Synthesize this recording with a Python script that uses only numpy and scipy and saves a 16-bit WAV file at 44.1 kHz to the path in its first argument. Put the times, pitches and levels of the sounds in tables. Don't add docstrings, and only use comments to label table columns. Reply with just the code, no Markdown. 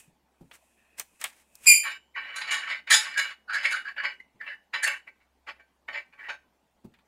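import sys
import numpy as np
from scipy import signal
from scipy.fft import rfft, irfft, next_fast_len
from scipy.io import wavfile
from scipy.ndimage import uniform_filter1d, minimum_filter1d, map_coordinates

SR = 44100
rng = np.random.default_rng(int(sys.argv[2]) if len(sys.argv) > 2 else 0)


def inscribe(sig):
    pcm = np.round(np.clip(np.atleast_2d(sig).T, -1, 1) * 32767)
    wavfile.write(sys.argv[1], SR, pcm.astype(np.int16))


N = 311787
T = np.arange(N) / SR


def amp(db):
    return 10 ** (np.asarray(db) / 20)

def unit(x):
    return x / np.sqrt(np.mean(x ** 2) + 1e-20)

def along(points, hz):
    knots_hz, values = np.transpose(points)
    return np.interp(np.log(hz + 1), np.log(knots_hz + 1), values)

def wobble(rate_hz):
    return map_coordinates(rng.standard_normal(int(N * rate_hz / SR) + 4), [T * rate_hz])

def filtered(x, response):
    size = next_fast_len(N + SR // 2)
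    return irfft(rfft(x, size) * response(np.fft.rfftfreq(size, 1 / SR)), size)[..., :N]

def coloured(x, spectrum):
    return unit(filtered(x, lambda hz: amp(along(spectrum, hz))))

def noise(spectrum):
    return coloured(rng.standard_normal(N), spectrum)

def shifting(x, depth_db):
    bins = signal.stft(x, nperseg=512)[2]
    field = uniform_filter1d(rng.standard_normal(bins.shape), size=3, axis=0)
    field = uniform_filter1d(field, size=7, axis=1)
    return signal.istft(bins * amp(depth_db * unit(field)), nperseg=512)[1][:N]

def strokes(rows, rise_s, t60_s):
    lead = SR // 20
    t = np.arange(-lead, SR // 2) / SR
    power = np.zeros(N + SR)
    for start_s, length_s, db in rows:
        shape = (1 + np.tanh(t / rise_s)) / 2 * amp(db - 60 * np.maximum(t - length_s, 0) / t60_s)
        power[max(round(start_s * SR), 0):][:len(t)] += shape ** 2
    return np.sqrt(power[lead:][:N])

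def resonances(rows, hz):
    return sum(amp(db) * 1j * hz * width / (centre ** 2 - hz ** 2 + 1j * hz * width)
               for centre, width, db in rows)

def ringing(rows, start_s, swell_s):
    t = np.maximum(T - start_s, 0)
    ring = sum(amp(db - 60 * t / t60_s) * np.sin(2 * np.pi * (hz * t + rng.random()))
               for hz, db, t60_s in rows)
    return (1 - np.exp(-t / swell_s)) * ring


# frequency in Hz, relative level in dB.
ROOM_TONE_SPECTRUM = [(25, -12.5), (50, -7), (100, -14.5), (210, 0), (400, -0.5), (850, 4), (1300, -5),
                      (2500, -9), (5000, -15), (17000, -22.5)]

def room_tone(tone_db=-65, hum_hz=66.4, hum_db=-80):
    hum = amp(3.2 * wobble(5.9)) * unit(np.sin(2 * np.pi * hum_hz * T + .4 * wobble(4.6)))
    air = unit(shifting(noise(ROOM_TONE_SPECTRUM), depth_db=3))
    return amp(tone_db) * air + amp(hum_db) * hum


# frequency in Hz, T60 in seconds.
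ROOM_DECAY = [(150, 0.37), (600, 0.25), (2500, 0.28), (7000, 0.26), (14000, .26)]

def bathroom(x, wet_db, side_db=-21):
    hz, t, bins = signal.stft(rng.standard_normal((2, SR // 2)), SR, nperseg=256)
    decay = amp(-60 * t / along(ROOM_DECAY, hz)[:, None])
    build_up = 1 - np.exp(-t / .004)
    tail = signal.istft(bins * decay * build_up, SR, nperseg=256)[1]
    tail /= np.linalg.norm(tail[0])
    mid, side = amp(wet_db) * signal.fftconvolve(x[None], tail, axes=1)[:, :N]
    return x + mid + amp(side_db) * np.array([side, -side])


# time in seconds, relative level in dB.
SLEEVE_LEVELS = [(0.0, -54.5), (0.196, -97), (0.436, -80), (0.638, -70), (0.91, -77.5), (1.02, -76),
                 (1.162, -67.5), (1.388, -80), (1.598, -63), (1.65, -51.5)]
# frequency in Hz, relative level in dB.
CLOTH_SPECTRUM = [(1200, -20), (1800, -11), (2250, -10.5), (2550, 2), (2900, -11), (4200, -20),
                  (8200, -6.5), (12000, -14), (17000, -24.5)]

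def sleeve(gain_db=7):
    level_db = np.interp(T, *np.transpose(SLEEVE_LEVELS), right=-120)
    return amp(level_db + gain_db) * noise(CLOTH_SPECTRUM)


# start in seconds, relative level in dB.
RAIL_BUMPS = [(0.077, -62), (0.409, -45.5), (1.673, -49), (4.346, -60), (6.844, -45.5)]
# frequency in Hz, relative level in dB.
THUD_SPECTRUM = [(40, -14), (100, -10), (160, 0), (215, -3), (340, -5), (560, -18.5), (900, -22),
                 (2000, -44)]

def bumps():
    level = strokes([(s, 0, db) for s, db in RAIL_BUMPS], rise_s=.0027, t60_s=.17)
    return level * noise(THUD_SPECTRUM)


# start in seconds, length in seconds, relative level in dB.
FINGER_SLIDES = [(.532, 0.026, -47), (.978, 0.03, -44.5), (1.198, 0.087, -48.5), (1.29, .13, -56),
                 (1.565, .07, -63.5), (1.653, .015, -43.5)]
# frequency in Hz, relative level in dB.
SKIN_SPECTRUM = [(200, -14), (800, -3.5), (2200, 3), (4200, -7.5), (8500, -1), (12000, -8), (16000, -13)]
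RIM_SPECTRUM = [(1200, -25), (1800, -1), (2200, -16), (2560, 3), (3000, -21), (6000, -35)]

def fingers(drag_start_s=.77, drag_length_s=.26, drag_db=-62.5, grain_db=2):
    slide = strokes(FINGER_SLIDES, rise_s=.008, t60_s=.082) * noise(SKIN_SPECTRUM)
    drag = strokes([(drag_start_s, drag_length_s, drag_db)], rise_s=.015, t60_s=.15)
    drag *= noise(RIM_SPECTRUM)
    return unit(amp(grain_db * wobble(200))) * (slide + drag)


# start in seconds, relative level in dB, body offset in dB.
CLICK_HITS = [(0.513, -53.5, 16), (.997, -17, -16), (1.214, -27.5, -3.5), (1.241, -16.5, -6.5),
              (1.554, -32, -38), (4.876, -22.5, -4.5), (6.939, -59.5, 14.5), (6.988, -63.5, 14.5)]
# frequency in Hz, relative level in dB.
EDGE_SPECTRUM = [(300, -22.5), (3000, -15.5), (6000, -1), (8500, 2), (12000, -6), (16000, -5)]
BODY_SPECTRUM = [(150, -34), (600, -6), (1200, -2.5), (2200, 1.5), (3500, -2), (7000, -26.5)]

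def clicks(edge_db=-4, body_db=-5):
    edge = strokes([(s, 0, db + edge_db) for s, db, _ in CLICK_HITS], rise_s=.0005, t60_s=.017)
    body_rows = [(s, 0, db + offset_db + body_db) for s, db, offset_db in CLICK_HITS]
    body = strokes(body_rows, rise_s=.0011, t60_s=.089)
    return edge * noise(EDGE_SPECTRUM) + body * noise(BODY_SPECTRUM)


# frequency in Hz, relative level in dB, T60 in seconds.
PING_PARTIALS = [(2360, -41, .23), (6370, -56, .33)]

def ping():
    return ringing(PING_PARTIALS, start_s=6.288, swell_s=.004)


# centre in Hz, width in Hz, gain in dB.
RAIL_MODES = [(577.7, 38, 11.5), (860.7, 20, 4.5), (1116, 30.3, 7.5), (1328, 20, 3), (1475, 35, 6),
              (1563, 12, 14.5), (1827, 6.7, 5.5), (1853, 93, 5), (2050, 37, 1), (2203, 16, 10),
              (2310.5, 31, 10.5), (2653, 15, 5.5), (2976, 17, 11), (3610, 16, 6.5), (3773, 12, 8.5),
              (3998, 28, 17.5), (4436, 36, 15.5), (5002, 26, 10.5), (5504, 130, 8), (6330, 40, 7),
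              (6820, 20, 5), (6890, 35, -5), (8500, 25, 8.5), (8770, 62, 11), (9600, 75, 3.5),
              (9826, 59, 6.5), (11730, 38, 12.5)]
JOINT_MODES = [(2905, 6, 16), (2955, 7, 13)]

def rail(x, loose_s=5, fade_s=.25):
    tight = (1 - np.tanh((T - loose_s) / fade_s)) / 2
    joint = filtered(tight * x, lambda hz: resonances(JOINT_MODES, hz))
    return filtered(x, lambda hz: 1 + resonances(RAIL_MODES, hz)) + joint


# start in seconds, length in seconds, relative level in dB, treble offset in dB.
HAND_TURNS = [(1.836, 0.082, -30, -23.5), (2.158, 0.22, -38, -46), (2.335, 0.43, -32, -34.5),
              (2.874, 0.44, -33.5, -24.5), (3.495, 0.284, -32, -26), (3.85, 0.043, -44, -22.5),
              (3.965, .14, -37, -44), (4.411, 0.089, -45.5, -50.5), (4.735, 0.23, -36, -40),
              (5.884, 0.1, -41.5, -47.5), (6.18, 0.15, -42, -55)]
THREAD_CATCHES = [(2.16, 0.029, -28.5, -49.5), (2.285, .06, -35, -54), (2.36, 0.016, -30, -1.5),
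                  (2.412, .01, -24, -22), (2.468, .03, -33, -22), (2.508, .035, -19.5, -8.5),
                  (2.687, 0.043, -28.5, -24), (2.906, 0.044, -11.5, 1.5), (3.175, 0.024, -19.5, -6.5),
                  (3.532, 0.027, -33, -6.5), (3.632, 0.031, -23, -17.5), (3.709, 0.023, -28.5, -4.5),
                  (4.034, 0.022, -22, -32), (4.462, 0.027, -32.5, -54), (4.735, 0.03, -25, -25.5),
                  (4.831, 0.012, -27.5, 6.5), (4.864, .028, -24, -28), (5.072, 0.0072, -38, -51.5),
                  (5.205, 0.012, -49, -39.5), (5.47, .026, -27, -35.5), (5.595, 0.0089, -40, -33),
                  (5.884, 0.0057, -28, -48), (5.927, 0.053, -33, -33), (6.128, .015, -43, -44),
                  (6.284, 0.019, -26, -35.5)]

def effort(pressure, treble_share):
    turns, catches = ([(s, length_s, db + treble_share * treble_db) for s, length_s, db, treble_db in rows]
                      for rows in (HAND_TURNS, THREAD_CATCHES))
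    turning = pressure * strokes(turns, rise_s=.0039, t60_s=.0549)
    return np.hypot(turning, strokes(catches, rise_s=.004, t60_s=.053))


# frequency in Hz, relative level in dB.
CLUNK_SPECTRUM = [(150, -18), (330, -5.5), (570, -0.5), (850, 10.5), (1150, -6), (2000, -37.5)]

def clunks(play_db=-39.5, play_db_per_s=4.5):
    knocks = [(s, length_s, db + play_db + play_db_per_s * s) for s, length_s, db, _ in THREAD_CATCHES]
    return strokes(knocks, rise_s=.0041, t60_s=.14) * noise(CLUNK_SPECTRUM)


# frequency in Hz, relative level in dB.
GRIND_SPECTRUM = [(100, -51.5), (300, -22), (550, -23), (850, -7), (1250, -2.5), (1600, 2), (2200, 3),
                  (2700, 1), (3200, -9), (4000, -39), (6000, -72.5)]
RASP_SPECTRUM = [(2000, -44), (3300, 4.5), (4100, 1.5), (5000, 1.5), (5900, -19.5), (7200, -7.5),
                 (10000, -65)]
SIZZLE_SPECTRUM = [(4000, -55), (5900, -9), (6900, 3.5), (8400, -9.5), (9700, -4.5), (11000, -12),
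                   (13500, -20), (15500, -28)]

def scrapes(slips_per_s=1500, spread_db=4, grit=.84, judder_db=2, pressure_db=2.2, rasp_db=-3):
    slips = (rng.random(N) < slips_per_s / SR) * amp(spread_db * rng.standard_normal(N))
    drive = shifting(unit(slips) + grit * rng.standard_normal(N), depth_db=3.6)
    judder = unit(amp(judder_db * (wobble(160) + wobble(55))))
    pressure = amp(pressure_db * wobble(28))
    grind = coloured(drive, GRIND_SPECTRUM) * effort(pressure, treble_share=0)
    rasp = coloured(drive, RASP_SPECTRUM) * effort(pressure, treble_share=.43)
    sizzle = coloured(drive, SIZZLE_SPECTRUM) * effort(pressure, treble_share=1)
    return judder * (grind + amp(rasp_db) * rasp + sizzle)


# start in seconds, length in seconds, pitch in Hz, relative level in dB.
THREAD_SQUEAKS = [(2.155, .014, 2004, -31.5), (2.91, .017, 1770, -14), (3.164, 0.03557, 1714, -25),
                  (3.489, .05, 1466, -30), (3.54, .035, 1650, -25), (3.651, 0.00923, 2165, -16.5),
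                  (3.719, 0.037, 1580, -25.5), (3.855, .042, 1626, -36), (3.973, .039, 1700, -30.5),
                  (4.051, .009, 2080, -25), (4.202, 0.00728, 2164, -40), (4.41, 0.0098, 1860, -29),
                  (4.496, 0.041, 1800, -38.5), (4.833, 0.0166, 1799, -18), (4.871, 0.02433, 1575, -26.5),
                  (6.191, 0.094, 1788, -42)]
# frequency in Hz, relative gain in dB.
PLATE_RADIATION = [(2400, 5.5), (3400, -8), (4600, 2.5), (5100, -15.5), (5900, -25.5)]

def squeaks(second_db=-21, third_db=-14, flutter_db=3.5, jitter=.07, wander=.03):
    knots = sorted((t, hz) for s, length_s, hz, _ in THREAD_SQUEAKS for t in (s, s + length_s))
    pitch_hz = np.interp(T, *np.transpose(knots)) * (1 + jitter * wobble(700) + wander * wobble(50))
    phase = 2 * np.pi * np.cumsum(pitch_hz) / SR
    tone = np.sin(phase) + amp(second_db) * np.sin(2 * phase) + amp(third_db) * np.sin(3 * phase)
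    rows = [(s, length_s, db) for s, length_s, _, db in THREAD_SQUEAKS]
    level = strokes(rows, rise_s=.0082, t60_s=.024)
    return level * coloured(amp(flutter_db * wobble(300)) * tone, PLATE_RADIATION)


# frequency in Hz, relative level in dB, T60 in seconds.
SQUEAL_RING = [(2250, -8.5, 0.11), (2230, -7.5, 0.35), (2425, 0, 0.14), (3050, -20.5, 0.73),
               (4325, -9.5, 0.18), (4780, -1, 0.2), (5200, -22.5, .42), (5060, -6, .19), (7000, -6.5, 0.16),
               (7690, 2.5, 0.22), (7278, -13.5, 0.5), (7350, 5.5, 0.22), (9440, -7, 0.28), (9500, -4, 0.11),
               (11700, -17, .3), (11800, -17.5, .2), (13900, -15.5, .18), (14680, -14, .24)]

def squeal_ring():
    return ringing(SQUEAL_RING, start_s=1.667, swell_s=.0046)


# harmonic number, relative level in dB.
SQUEAL_PARTIALS = [(1, 2.5), (2, -4), (3, 0), (4, -3.5), (5, -11), (6, -18.5)]
# frequency in Hz, relative level in dB.
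CHAFE_SPECTRUM = [(300, -29), (1600, -22.5), (2200, -4), (2850, 0.5), (3200, -11), (3700, -21)]

def squeal(start_s=1.674, hold_s=.0096, t60_s=.135, level_db=-4, chafe_db=-24,
           onset_hz=2444, sag_hz_per_s=1500, jitter=.011, flutter_db=2):
    pitch_hz = onset_hz - sag_hz_per_s * np.clip(T - start_s, -t60_s, t60_s)
    phase = 2 * np.pi * np.cumsum(pitch_hz * (1 + jitter * wobble(700))) / SR
    partials = sum(amp(db) * np.sin(k * phase) for k, db in SQUEAL_PARTIALS)
    tone = unit(amp(flutter_db * wobble(700)) * partials)
    level = strokes([(start_s, hold_s, level_db)], rise_s=.006, t60_s=t60_s)
    return level * (tone + amp(chafe_db) * noise(CHAFE_SPECTRUM))


def scene():
    friction = amp(-11) * rail(scrapes() + clunks()) + amp(-2) * squeaks()
    thread = bathroom(friction, wet_db=-5)
    breakaway = bathroom(squeal(), wet_db=1) + amp(-13.5) * squeal_ring()
    handling = bathroom(clicks() + fingers() + amp(3) * bumps(), wet_db=-12.5)
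    pan = amp([[-.45], [.45]])
    return pan * (thread + breakaway + ping()) + handling + sleeve() + room_tone()

def suppressor(x, threshold_db=-45, knee_db=6, depth_db=8, bass_hz=260):
    power = np.abs(uniform_filter1d(np.mean(x ** 2, axis=0), size=700))
    closed = np.clip((threshold_db - 10 * np.log10(power + 1e-14)) / knee_db, 0, 1)
    bass = filtered(x, lambda hz: 1 / (1 + (hz / bass_hz) ** 4))
    return bass + (x - bass) * amp(-depth_db * uniform_filter1d(closed, size=400))

def limiter(x, ceiling=.9):
    gain = np.minimum(1, ceiling / (np.abs(x).max(axis=0) + 1e-9))
    return x * uniform_filter1d(minimum_filter1d(gain, size=300), size=300)

def record(dry):
    cutoff_hz = 15830
    return filtered(limiter(suppressor(dry)), lambda hz: 1 / (1 + (hz / cutoff_hz) ** 140))


dry = scene()
out = record(dry)
inscribe(out)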